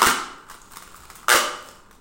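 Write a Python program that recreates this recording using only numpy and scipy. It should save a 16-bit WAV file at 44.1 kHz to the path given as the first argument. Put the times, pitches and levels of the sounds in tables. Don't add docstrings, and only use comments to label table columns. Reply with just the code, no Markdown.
import sys
import numpy as np
from scipy import signal
from scipy.fft import rfft, irfft, next_fast_len
from scipy.io import wavfile
from scipy.ndimage import map_coordinates

SR = 44100
rng = np.random.default_rng(int(sys.argv[2]) if len(sys.argv) > 2 else 0)


def wav_out(sig):
    wavfile.write(sys.argv[1], SR, np.round(np.clip(np.atleast_2d(sig).T, -1, 1) * 32767).astype(np.int16))


N = 88376
LEAD = SR // 10
TIME = np.arange(-LEAD, N + SR // 2) / SR
AGE = np.arange(SR // 8) / SR

# (ratio to base pitch, level [dB], t60 [s])
FILM_MODES = [(0.96, -1, 0.011), (0.665, -13.5, 0.0087)]


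def amp(db):
    return 10 ** (np.asarray(db) / 20)


def unit(x):
    return x / np.sqrt(np.mean(x ** 2) + 1e-20)


def noise():
    return rng.standard_normal(len(TIME))


def along(points, hz):
    f, v = np.transpose(points)
    return np.interp(np.log(hz + 1), np.log(f + 1), v)


def fade(t, t60):
    return np.exp(-np.log(1000) * t / t60)


def add(track, s, sound):
    track[max(0, LEAD + round(s * SR)):][:len(sound)] += sound


def coloured(x, points):
    size = 4096
    gain_db = along(points, np.fft.rfftfreq(size, 1 / SR))
    cepstrum = irfft(np.log(amp(gain_db)))
    cepstrum[1:size // 2] *= 2
    cepstrum[size // 2 + 1:] = 0
    impulse = irfft(np.exp(rfft(cepstrum)))
    return signal.fftconvolve(x, impulse)[:len(x)]


def air():
    level_db = -52
    # (frequency [Hz], gain [dB])
    air_colour = [(20, 17.5), (70, 1), (200, 3.5), (420, 0.5), (650, -8.5), (1200, -12), (2500, -25.5),
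                  (11000, -48), (16000, -28)]
    return amp(level_db) * unit(coloured(noise(), air_colour))


def rumble():
    centre_s, width_s, centre_hz, level_db = .98, .12, 63, -58
    band = signal.butter(2, centre_hz * amp([-1, 1]), "band", fs=SR, output="sos")
    swell = np.exp(-((TIME - centre_s) / width_s) ** 2)
    return amp(level_db) * swell * unit(signal.sosfilt(band, noise()))


def nearby(x, count=24):
    first_s, spread_s = .002, .012
    taps, draws = np.zeros(len(AGE)), rng.random((count, 2))
    arrivals = (SR * (first_s + spread_s * draws[:, 0])).astype(int)
    np.add.at(taps, arrivals, draws[:, 1] - .5)
    return signal.fftconvolve(x, taps / np.linalg.norm(taps))[:len(x)]


def wall_tail():
    delay_s, build_s = 0.007, 0.0013
    # (frequency [Hz], t60 [s])
    room_t60 = [(100, 0.51), (350, 0.85), (1200, 0.66), (8000, 0.49), (15000, 0.27)]
    hz, t, z = signal.stft(rng.standard_normal(SR), SR, nperseg=256)
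    decay = fade(t, along(room_t60, hz)[:, None])
    tail = signal.istft(z * decay, SR, nperseg=256)[1]
    since_delay_s = np.maximum(np.arange(len(tail)) / SR - delay_s, 0)
    tail = tail * (1 - np.exp(-since_delay_s / build_s))
    return tail / np.linalg.norm(tail)


def room(x, count=5):
    slice_s = .015
    # (frequency [Hz], gain [dB])
    room_colour = [(200, -2), (370, -5.5), (650, -6), (1300, -2.5), (1700, -5.5), (3000, 2), (14000, -2.5)]
    wet = np.zeros(len(x))
    for k in range(count):
        distance = np.abs((TIME / slice_s - k) % count - 1)
        share = np.sqrt(np.maximum(0, 1 - distance))
        wet += signal.fftconvolve(x * share, wall_tail())[:len(x)]
    return coloured(wet, room_colour)


def standing(pulls):
    t60_s, width_hz = 0.66, 1.2
    # (frequency [Hz], level in first pull [dB], level in second pull [dB])
    room_modes = [(360.6, -18, -19), (497.3, -32, -16), (604, -58, -13.5), (801.6, -19, -20),
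                  (1202, -19, -9.5), (1220, -14.5, -14), (1334, -9.5, -31.5), (1400, -25, -20),
                  (2968, -20.5, -14.5)]
    mode_hz, *levels_db = np.transpose(room_modes)
    memory = fade(TIME - TIME[0], t60_s) ** 2
    memory /= memory.sum()
    out = np.zeros(len(TIME))
    for x, pull_db in zip(pulls, levels_db):
        stored = np.sqrt(np.abs(signal.fftconvolve(x ** 2, memory)[:len(x)]))
        for hz, db in zip(mode_hz, pull_db):
            drift = np.cumsum(noise()) * np.sqrt(2 * np.pi * width_hz / SR)
            out += stored * amp(db) * np.sin(2 * np.pi * hz * TIME + drift)
    return out


def ring(hz, t60):
    attack_s = 0.00096
    return np.cos(2 * np.pi * hz * AGE) * fade(AGE, t60) * (1 - np.exp(-AGE / attack_s))


def pluck(hz, modes):
    pitch_scatter = 0.052
    wave = np.zeros(len(AGE))
    for ratio, db, t60 in modes:
        mode_hz = hz * ratio * np.exp(pitch_scatter * rng.normal())
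        wave += amp(db) * ring(mode_hz, t60)
    return signal.sosfilt(signal.butter(3, hz / 2, "high", fs=SR, output="sos"), wave)


def crackle(t60):
    rise_s, spikes = .0006, .52
    spike_gain = np.exp(spikes * rng.standard_normal(len(AGE)))
    snaps = unit(rng.standard_normal(len(AGE)) * spike_gain)
    return snaps * fade(AGE, t60) * (1 - np.exp(-AGE / rise_s))


def rubbing():
    grain_db, grain_hz = 5.3, 463
    # (time [s], level of film hum [dB], level of treble hiss [dB])
    strokes = [(0.46, -54, -63.5), (0.519, -48.5, -49), (.6, -58, -58.5), (0.721, -54, -53),
               (.86, -56.5, -51.5), (.93, -53.5, -53), (1.18, -54, -53), (1.27, -58, -63), (1.66, -68, -51),
               (1.683, -50, -43), (1.72, -54.5, -54.5), (1.8, -57.5, -62), (1.899, -62, -73),
               (1.943, -64, -55.5), (2.0, -61, -71)]
    # (frequency [Hz], gain [dB])
    hum_colour = [(300, -58), (900, 6.5), (1400, 8.5), (1900, -9), (8000, -35)]
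    # (frequency [Hz], gain [dB])
    hiss_colour = [(500, 3.5), (2400, -1.5), (6200, -4), (7600, 1.5), (9300, -1.5), (11000, -10.5),
                   (15500, -5)]
    s, hum_db, hiss_db = np.transpose(strokes)
    knots = (TIME - TIME[0]) * grain_hz
    grain = amp(grain_db * map_coordinates(rng.standard_normal(len(AGE)), [knots], mode="wrap"))

    def layer(colour, db):
        return amp(np.interp(TIME, s, db)) * unit(coloured(grain * noise(), colour))

    return layer(hum_colour, hum_db) + layer(hiss_colour, hiss_db)


def ticks():
    film_hz = 1238
    # (time [s], film [dB], crackle before colouring [dB], sizzle before colouring [dB],
    #          t60 of crackle and sizzle [s])
    tick_events = [(0.498, -25.5, -31, -41.5, 0.04), (.511, -23, -36.5, -49, 0.087),
                   (0.718, -34, -41.5, -41, 0.039), (0.758, -33, -34.5, -40.5, 0.063),
                   (0.77, -22.5, -23.5, -30.5, 0.016), (.823, -19.5, -32, -40.5, 0.026),
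                   (.944, -23.5, -36, -45, 0.013), (0.962, -48, -65, -41.5, 0.05),
                   (1.034, -26, -42, -46, 0.027), (1.053, -25.5, -30.5, -53, 0.012),
                   (1.100, -20.5, -31, -45, 0.039), (1.153, -44, -40.5, -41, 0.095),
                   (1.23, -25, -37.5, -51, 0.019), (1.243, -23.5, -39, -55, 0.013),
                   (1.910, -39, -38, -51, 0.028)]
    # (frequency [Hz], gain [dB])
    tick_colour = [(100, -6), (600, -7.5), (1100, 12), (2000, 4), (2600, -2.5), (7500, -4), (11000, -7.5),
                   (15500, -21)]
    # (frequency [Hz], gain [dB])
    sizzle_colour = [(2000, -20), (8000, 8), (11500, -0.5), (15500, 6)]
    body, spray, sizzle = np.zeros((3, len(TIME)))
    for s, film_db, crackle_db, sizzle_db, t60 in tick_events:
        add(body, s, amp(film_db) * pluck(film_hz, FILM_MODES))
        add(spray, s, amp(crackle_db) * crackle(t60))
        add(sizzle, s, amp(sizzle_db) * crackle(t60))
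    return body + coloured(spray, tick_colour) + coloured(sizzle, sizzle_colour)


def squeaks():
    t60_s = .02
    # (time [s], centre frequency [Hz], level before decay [dB])
    skids = [(0.617, 7100, -40), (1.687, 6600, -37.5)]
    out = np.zeros(len(TIME))
    for s, hz, db in skids:
        band = signal.butter(1, hz * amp([-.5, .5]), "band", fs=SR, output="sos")
        tone = unit(signal.sosfilt(band, rng.standard_normal(len(AGE))))
        add(out, s, amp(db) * tone * fade(AGE, t60_s))
    return out


def jolts():
    # (time [s], level [dB], frequency [Hz], t60 [s])
    thumps = [(0.065, -38, 110, 0.36), (0.065, -18.5, 38, 0.032), (1.347, -25.5, 62, 0.032)]
    out = np.zeros(len(TIME))
    for s, db, hz, t60 in thumps:
        add(out, s, amp(db) * ring(hz, t60))
    return out


def pull(rows, roll_hz):
    jitter_s, scatter_db = .0002, .8
    crackle_t60_s, crackle_low_hz = .016, 380
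    # (ratio to base pitch, level [dB], t60 [s])
    roll_modes = [(0.88, -7.5, 0.033), (0.813, -8, 0.022), (0.605, -8.5, 0.037)]
    # (frequency [Hz], gain [dB])
    crackle_colour = [(250, -10), (620, -11.5), (830, 14), (1600, 9.5), (2100, 13), (2550, 3.5), (2950, 10),
                      (3400, 4), (7800, 4.5), (9600, 3.5), (10800, -4), (15500, -0.5)]
    s, rate_hz, *controls = np.transpose(rows)
    t = np.arange(s[0], s[-1], 1 / SR)
    slip_count = np.cumsum(np.interp(t, s, rate_hz)) / SR
    slip_times = np.interp(np.arange(np.ceil(slip_count[-1])), slip_count, t)
    body, spray = np.zeros((2, len(TIME)))
    for at in slip_times:
        film_db, film_hz, crackle_db, roll_db = (np.interp(at, s, c) for c in controls)
        at = at + jitter_s * rng.normal()
        size = amp(scatter_db * rng.normal())
        film = amp(film_db) * pluck(film_hz, FILM_MODES)
        boom = amp(roll_db) * pluck(roll_hz, roll_modes)
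        add(body, at, size * (film + boom))
        add(spray, at, size * amp(crackle_db) * crackle(crackle_t60_s))
    high_pass = signal.butter(2, crackle_low_hz, "high", fs=SR, output="sos")
    return body + coloured(signal.sosfilt(high_pass, spray), crackle_colour)


def scene():
    early_db, room_db = -9, -3
    # (time [s], slip rate [1/s], film level [dB], film base pitch [Hz],
    #         crackle before colouring [dB], roll boom level [dB])
    easing = [(-.06, 130, -7, 1250, -18, -24), (.012, 150, -11, 1250, -27, -26)]
    first_jerk = [(0.0183, 102.6, 5.5, 1200, -10.5, -14.5), (.037, 117, 3.5, 1360, -15, -16),
                  (.0635, 145.4, -8, 1310, -18, -24.5), (.067, 299.5, -20, 1170, -8, -11),
                  (.078, 257.1, -1, 1393, -21.5, -19), (0.093, 199.6, -4, 1355, -19, -28),
                  (0.114, 156.7, -6, 1410, -20, -22.5)]
    second_jerk = [(1.2832, 106.8, 1, 1330, -16, -18.5), (1.293, 121.1, -5.5, 1370, -10.5, -16.5),
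                   (1.316, 129.1, 3.5, 1570, -12, -21), (1.321, 216.9, -2.5, 1450, -10, -27),
                   (1.344, 244.5, -3, 1563, -18, -11.5), (1.359, 220.2, -3.5, 1230, -11.5, -10),
                   (1.378, 245.1, -17, 1240, -20.5, -27.5), (1.443, 237.6, -12.5, 1224, -43, -35)]
    # (first pull [Hz], second pull [Hz])
    roll_hz = (407, 605)
    background = air() + rumble()
    first = pull(easing, roll_hz[0]) + pull(first_jerk, roll_hz[0])
    second = pull(second_jerk, roll_hz[1])
    tape = rubbing() + ticks() + squeaks() + first + second
    reflections = amp(early_db) * nearby(tape) + amp(room_db) * room(tape)
    mix = tape + jolts() + reflections + standing([first, second]) + background
    return mix[None, LEAD:LEAD + N]


def record(dry):
    ceiling, top_hz = .95, 15950
    x = dry / (1 + np.abs(dry / ceiling) ** 6) ** (1 / 6)
    size = next_fast_len(N + SR // 2)
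    passed = np.fft.rfftfreq(size, 1 / SR) < top_hz
    return irfft(rfft(x, size) * passed, size)[:, :N]


dry = scene()
out = record(dry)
wav_out(out)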